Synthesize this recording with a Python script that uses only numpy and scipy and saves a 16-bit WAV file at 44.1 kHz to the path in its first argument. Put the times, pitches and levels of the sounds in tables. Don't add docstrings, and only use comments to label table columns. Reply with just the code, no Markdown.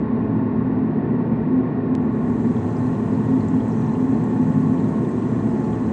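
import sys
import numpy as np
from scipy import signal
from scipy.fft import rfft, irfft
from scipy.io import wavfile
from scipy.ndimage import uniform_filter1d

SR = 44100
rng = np.random.default_rng(int(sys.argv[2]) if len(sys.argv) > 2 else 0)


def dump(signal):
    limited = np.clip(np.atleast_2d(signal).T, -1, 1)
    pcm = np.round(limited * 32767).astype(np.int16)
    wavfile.write(sys.argv[1], SR, pcm)


def volts_from_db(level):
    exponent = np.asarray(level, float) / 20
    return 10 ** exponent


N = 261072
T = np.arange(N) / SR
HZ = np.fft.rfftfreq(N, 1 / SR)


def evened(x):
    return x / np.sqrt(np.mean(x ** 2) + 1e-20)


def colour(points):
    hz, db = np.transpose(points)
    return volts_from_db(np.interp(np.log(HZ + 1), np.log(hz + 1), db, left=-200, right=-200))


def curve(points):
    return np.interp(T, *np.transpose(points))


def noise(gain):
    return irfft(rfft(rng.standard_normal(N)) * gain, N)


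def slow(hz):
    return evened(noise(np.exp(-(HZ / hz) ** 2)))


def resonance(hz, width_hz):
    return 1 / (1 + (2 * (HZ - hz) / width_hz) ** 2)


# pitch_hz [Hz], level_db [dB per Hz]
AIR = [(710, -31), (1200, -5.5), (1330, -5), (1520, -5), (1570, -8.5), (1680, -8.5), (1750, -4.5),
       (1910, -5), (1960, -9), (2100, -13), (2280, -16), (2420, -14.5), (2550, -18.5), (2680, -20),
       (2800, -21.5), (2950, -25.5), (3480, -27.5), (3860, -28.5), (6270, -47), (8340, -57), (9500, -71.5),
       (12400, -100), (20900, -120)]
# pitch_hz [Hz], level_db [dB per Hz]
SHAKE = [(20, -26.5), (33, -18), (40, -11), (48, -7), (56, -0.5), (64, -34)]
AIR_DB, SHAKE_DB = -47, -55.5


def air():
    echo_t60_s = 0.5
    half_second = SR // 2
    echoes = rng.standard_normal(half_second) * volts_from_db(-60 * T[:half_second] / echo_t60_s)
    ripple = abs(rfft(echoes, N)) ** 0.26
    air_noise = evened(noise(colour(AIR) * ripple))
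    shaking = evened(noise(colour(SHAKE)))
    return volts_from_db(AIR_DB) * air_noise + volts_from_db(SHAKE_DB) * shaking


# [dB rms, before wavering]
MOTORS = [(672.9, -60), (748.3, -57.5)]


def motors():
    tones = np.zeros(N)
    for hz, db in MOTORS:
        level = volts_from_db(db + 3.0 * slow(1.3))
        turns = np.cumsum(hz + 1.2 * slow(1.1)) / SR
        tones += level * np.sin(2 * np.pi * turns)
    return np.sqrt(2) * tones


# top_s [s],
# level_db [dB rms of the swell alone at its top, added in power to the resting level],
# length_s [s, at half power], boom [row of BOOMS once rounded]
SWELLS = [(0.166, -26.5, 0.072, 0.5), (0.448, -26.5, 0.22, 1), (0.764, -22, 0.18, 1), (1.183, -23, 0.13, 0),
          (1.563, -16, 0.078, 1), (1.912, -21, 0.13, 1), (2.303, -22, 0.1, 0), (2.474, -22.5, 0.083, -0.5),
          (2.853, -23, 0.083, 1), (3.162, -20, 0.042, 1), (3.351, -18, 0.1, 1), (3.573, -18.5, 0.076, 1),
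          (4.055, -16, 0.098, 1), (4.407, -19, 0.095, 1), (4.677, -21.5, 0.25, 1),
          (5.202, -26.5, 0.088, 0.5), (5.386, -26, 0.062, 1.5), (0.4, -28.5, 0.21, 2.5),
          (1.9, -29, 0.38, 0), (2.62, -31, 0.17, 1.5), (3.4, -29.5, 0.68, 2), (4.5, -34.5, 0.53, 1.5),
          (5.3, -33, 1, 2), (1.2, -29.5, 0.41, 3), (2.75, -30.5, 0.48, 2), (3.7, -31.5, 1, 3),
          (4.62, -23.5, 0.37, 3)]


def swelling(boom, rest_db):
    power = volts_from_db(rest_db) ** 2
    for top_s, db, length_s, k in SWELLS:
        if round(k) == boom:
            power = power + volts_from_db(db) ** 2 * np.exp(-np.log(2) * (2 * (T - top_s) / length_s) ** 2)
    return np.sqrt(power) * np.ones(N)


def steered(gain, level, size):
    x = noise(gain)
    power = uniform_filter1d(uniform_filter1d(x ** 2, size=size), size=size)
    return level * x / (np.sqrt(abs(power)) + 1e-9)


# pitch_hz [Hz], width_hz [Hz], level_db [dB per Hz; relative inside BOOMS]
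ROOM_MODES = [(63, 12, -60.5), (78.3, 8.4, -52), (86, 4, -52.5), (99.5, 4.4, -46.5), (109.3, 9, -45),
              (120.3, 14, -44.5), (136.8, 5.5, -47.5), (150.6, 5, -40), (162.3, 17, -45.5),
              (173.5, 10, -43), (183.7, 8, -48), (195, 9, -44.5), (206.9, 4.2, -42), (224.7, 7.1, -37.5),
              (242.7, 8, -35.5), (256.65, 4.5, -32), (263.9, 6, -41), (274.4, 6, -45.5), (285.3, 9, -46.5),
              (306.7, 24, -49), (323.2, 8.7, -48.5), (338.9, 5, -45.5), (352.3, 11, -49.5),
              (364.2, 6.5, -48.5), (374, 5.2, -47), (385.4, 5.8, -49), (392, 8.7, -57.5),
              (412.2, 26, -51.5), (438.6, 14, -52), (460, 15, -56.5), (469, 5.5, -55.5), (485.4, 9, -56),
              (496, 15, -62.5), (524.6, 37, -61)]
# pitch_hz [Hz], width_hz [Hz], level_db [dB per Hz]
CASING_MODES = [(554, 21, -60.5), (581, 7.9, -66), (584, 7.3, -63.5), (601, 20, -64), (606, 6.3, -63.5),
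                (637.7, 20, -61.5), (669.6, 11, -59), (675, 11, -63.5), (713, 6, -67), (694.5, 9, -60.5),
                (706, 13, -63), (734, 6.8, -60), (741, 6, -57), (760, 7.3, -67.5), (765, 11, -65.5),
                (790, 12, -65.5), (785, 10, -63.5), (800, 14, -69), (820, 12, -65), (849, 28, -66.5),
                (879, 8, -61.5), (895, 8.2, -58), (912, 7, -59.5), (923, 11, -66), (936, 7, -61.5),
                (950, 14, -64), (957, 8.4, -64), (976, 5.4, -65), (965, 9, -66), (1001, 10, -70)]
# pitch_hz [Hz], width_hz [Hz], level_db [dB per Hz]
DUCT_MODES = [(1017, 14, -63), (1036, 9, -67), (1050, 11, -65), (1056, 12, -62.5), (1078, 18, -64),
              (1094, 8, -66.5), (1105, 12, -63), (1125, 6.3, -59), (1156, 5, -66.5), (1142, 21, -70),
              (1190, 4, -73), (1172, 8, -76.5), (1232, 9, -72)]
# lowest_hz [Hz], highest_hz [Hz], resting_db [dB rms], shortest_swell_s [s]
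BOOMS = [(233.6, 249, -30.5, 0.027), (252.5, 272, -29, 0.078), (95, 130, -33.5, 0.14),
         (141, 185, -29.5, 0.25)]


def rumble():
    power = np.zeros(len(HZ))
    for hz, width_hz, db in ROOM_MODES + CASING_MODES + DUCT_MODES:
        power += volts_from_db(db) ** 2 * resonance(hz, width_hz) ** 2
    gain = np.sqrt(power * SR / 2)
    booms = np.zeros(N)
    elsewhere = np.ones(len(HZ), bool)
    for k, (lowest_hz, highest_hz, rest_db, shortest_s) in enumerate(BOOMS):
        band = (HZ > lowest_hz) & (HZ <= highest_hz)
        booms += steered(gain * band, swelling(k, rest_db), size=round(shortest_s * SR))
        elsewhere &= ~band
    return booms + noise(gain * elsewhere)


# time_s [s], gain_db [dB]
FIRMNESS = [(0, -1), (.45, -1.5), (.6, -6), (1.3, -9), (1.88, -7.5), (1.96, 0), (2.45, -1.5), (2.85, 0.5),
            (3.0, -5), (3.3, -5.5), (3.6, 1), (3.9, 0.5), (4.75, 4), (4.95, -8), (5.4, -2.5), (5.7, 5),
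            (5.92, -6)]
# multiple [of BLADE_HZ], level_db [dB rms, before firmness and wavering], share [of FIRMNESS, 0-1], waver_db [dB]
BLADE = [(1, -29.5, 0.03, 3.0), (2, -39, 0.2, 2), (3, -56, 0, 1.5), (4, -45.5, 0.99, 1.5),
         (5, -51.5, 0.5, 1)]
BLADE_HZ = 215.41
HUM_HZ, HUM_DB = 120.06, -39


def fan():
    turns = np.cumsum(BLADE_HZ * (1 + 0.00029 * slow(0.54))) / SR
    tones = np.zeros(N)
    for multiple, db, share, waver_db in BLADE:
        level = volts_from_db(db + share * curve(FIRMNESS) + waver_db * slow(2.4))
        tones += level * np.sin(2 * np.pi * (multiple * turns + rng.random()))
    hum = volts_from_db(HUM_DB + 2.5 * slow(0.54)) * np.sin(2 * np.pi * (HUM_HZ * T + rng.random()))
    return np.sqrt(2) * (tones + hum)


# top_s [s], length_s [s], pitch_hz [Hz], level_db [dB rms at the top]
WHISTLES = [(2.43, .11, 7320, -72), (2.61, .1, 6032, -76), (2.72, .15, 6100, -76.5),
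            (2.59, .3, 4115, -78.5), (2.72, .15, 7320, -79.5), (2.92, .12, 6032, -78), (3.4, .2, 6045, -79),
            (2.86, .15, 7320, -79), (3.36, .15, 3350, -71), (3.51, .12, 6545, -78), (3.65, .2, 4100, -80),
            (3.78, 0.12, 6035, -70), (3.78, .08, 6120, -81), (3.777, .2, 6545, -73.5),
            (3.95, .2, 6525, -81), (4.06, 0.22, 6030, -78), (4.26, .08, 6080, -77), (4.46, .1, 6030, -76),
            (4.599, .11, 6460, -72), (4.61, .16, 7620, -76.5), (4.71, .11, 7350, -70.5),
            (4.86, .15, 4134, -79), (5.08, .14, 8030, -72), (5.29, .19, 7650, -75.5), (5.3, .12, 6028, -74),
            (5.3, .12, 6090, -76), (5.52, .1, 6112, -78), (5.58, .12, 6025, -77), (5.57, .16, 6525, -74)]


def whistles():
    unsteady_time = T + np.cumsum(0.00037 * slow(20)) / SR
    tones = np.zeros(N)
    for top_s, length_s, hz, db in WHISTLES:
        bell = np.exp(-2 * ((T - top_s) / length_s) ** 2)
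        tones += volts_from_db(db) * bell * np.sin(2 * np.pi * hz * unsteady_time)
    return np.sqrt(2) * tones


CLICK_S, CLICK_DB, CLICK_RISE_S = 1.9518, -19.5, 0.00069


def click():
    return volts_from_db(CLICK_DB) * np.exp(-abs(T - CLICK_S) / CLICK_RISE_S) * (T < CLICK_S)


def patches(x, depth_db):
    z = signal.stft(x, nperseg=256, noverlap=192)[2]
    field = uniform_filter1d(rng.standard_normal(z.shape), size=4, axis=0)
    field = uniform_filter1d(field, size=20, axis=1)
    return signal.istft(z * volts_from_db(depth_db * evened(field)), nperseg=256, noverlap=192)[1][:N]


def ping(hz, t60, grit):
    t = T[:2048]
    spacing = np.linspace(-1.6, 1.6, num=len(grit)) + 0.2 * grit
    partials_hz = hz * (1 + 0.062 * spacing)
    phases = 0.71 * grit[::-1, None]
    weights = np.hanning(len(grit) + 2)[1:-1]
    ring = weights @ np.sin(2 * np.pi * partials_hz[:, None] * t + phases) / 4.9
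    onset = 1 - np.exp(-t / 0.00043)
    return 1.9 * ring * volts_from_db(-60 * t / t60) * onset


# pitch_hz [Hz], level_db [dB per Hz]
SPRAY = [(1800, -33), (2600, 2), (3400, 0), (3750, -3.5), (4120, 0.5), (4400, -6), (4900, -4.5),
         (5700, -4.5), (6050, -2.5), (6800, -1), (7600, -2), (8500, -3), (9100, -5), (9700, -6.5),
         (10100, -17.5)]
# pitch_hz [Hz], width_hz [Hz], level_db [dB over the hiss]
PIPE_RINGS = [(3370, 40, -0.5), (4080, 60, 0), (6032, 20, 3), (6092, 45, 1.5), (6537, 40, 1.5),
              (7309, 25, 2.5), (7606, 25, 6), (8010, 16, 7.5), (8250, 20, 2), (8441, 16, 8), (8657, 20, 3)]
# time_s [s], level_db [dB rms of the hiss]
SPRAY_RISE = [(1.95, -83), (2.01, -81), (2.02, -72), (2.11, -74), (2.13, -67), (2.25, -65.5), (2.33, -63),
              (2.5, -61), (2.7, -60), (5.92, -59.5)]


def spray():
    rings = 1 + sum(volts_from_db(db) ** 2 * resonance(hz, width_hz) for hz, width_hz, db in PIPE_RINGS)
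    hiss = evened(patches(noise(colour(SPRAY) * np.sqrt(rings)), 1.2))
    drops = np.zeros(N)
    for hz in np.geomspace(2600, 9200, num=24):
        falls = rng.random(N) < 6.0 / SR
        sizes = volts_from_db(3.5 * np.minimum(rng.exponential(1, N), 2.5)) * falls
        drops += signal.oaconvolve(sizes, ping(hz, .03, rng.standard_normal(9)))[:N]
    drops = irfft(rfft(drops) * colour(SPRAY), N)
    return volts_from_db(curve(SPRAY_RISE)) * (hiss + volts_from_db(-10.5) * evened(drops)) * (T > CLICK_S)


# start_s [s], level_db [dB, roughly the peak], pitch_hz [Hz], t60_s [s]
DROPS = [(2.0198, -64, 7300, .03), (2.095, -55, 4000, .03), (2.15, -55, 3600, .02),
         (2.5657, -45, 3380, .035), (2.706, -54, 4280, .05), (2.7676, -44, 5150, .022),
         (2.868, -45, 8760, .025), (2.869, -55, 4130, .04), (2.953, -54, 3800, .03),
         (3.134, -52, 7020, .025), (3.149, -50, 4300, .025), (3.4068, -46, 4220, .05),
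         (3.443, -52, 4130, 0.043), (3.4845, -36, 7240, 0.019), (3.4848, -48, 5800, .018),
         (3.602, -45.5, 3260, .06), (3.6795, -50, 8000, .05), (3.704, -52, 5340, .02),
         (3.72, -50, 5400, 0.055), (3.768, -53, 7650, .025), (3.8117, -50, 5750, .035),
         (3.822, -55, 3960, .04), (3.842, -52, 6600, .018), (3.846, -53, 3950, .025),
         (3.8644, -48, 5600, .025), (3.892, -51, 3940, .04), (3.9513, -41.5, 2850, 0.034),
         (4.239, -44, 7700, .028), (4.331, -52, 3470, .04), (4.415, -52, 5660, .025),
         (4.519, -48, 2930, .025), (4.629, -53, 4300, .03), (4.779, -49, 3170, .03),
         (4.785, -53, 4500, .03), (4.801, -49, 4130, .025), (4.8418, -46, 3920, .05),
         (4.883, -46.5, 6470, .025), (4.9436, -50, 2870, .028), (5.0492, -47, 3350, .04),
         (5.049, -53, 8300, .04), (5.09, -51, 8150, .07), (5.115, -52, 4200, .03), (5.223, -54, 4320, .03),
         (5.511, -53, 7130, .025), (5.5982, -50, 3320, .025), (5.641, -51, 4480, .05),
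         (5.7309, -44, 3290, .028)]


def big_drops():
    out = np.zeros(N)
    for (start_s, db, hz, t60), grit in zip(DROPS, rng.standard_normal((len(DROPS), 9))):
        out[round(start_s * SR):][:2048] += volts_from_db(db) * ping(hz, t60, grit)
    return out


def scene():
    drone = air() + motors() + rumble() + fan()
    water = whistles() + spray() + big_drops()
    return (drone + click() + water)[None]


def roll_off(x):
    return signal.sosfilt(signal.butter(12, 9850, fs=SR, output="sos"), x)


def record(dry):
    treble_limit = 1 + (HZ / 9200) ** 28
    bass_limit = 1 + (36 / (HZ + 1)) ** 6
    limited = irfft(rfft(dry) / treble_limit / bass_limit, N)
    return roll_off(limited)


dry = scene()
out = record(dry)
dump(out)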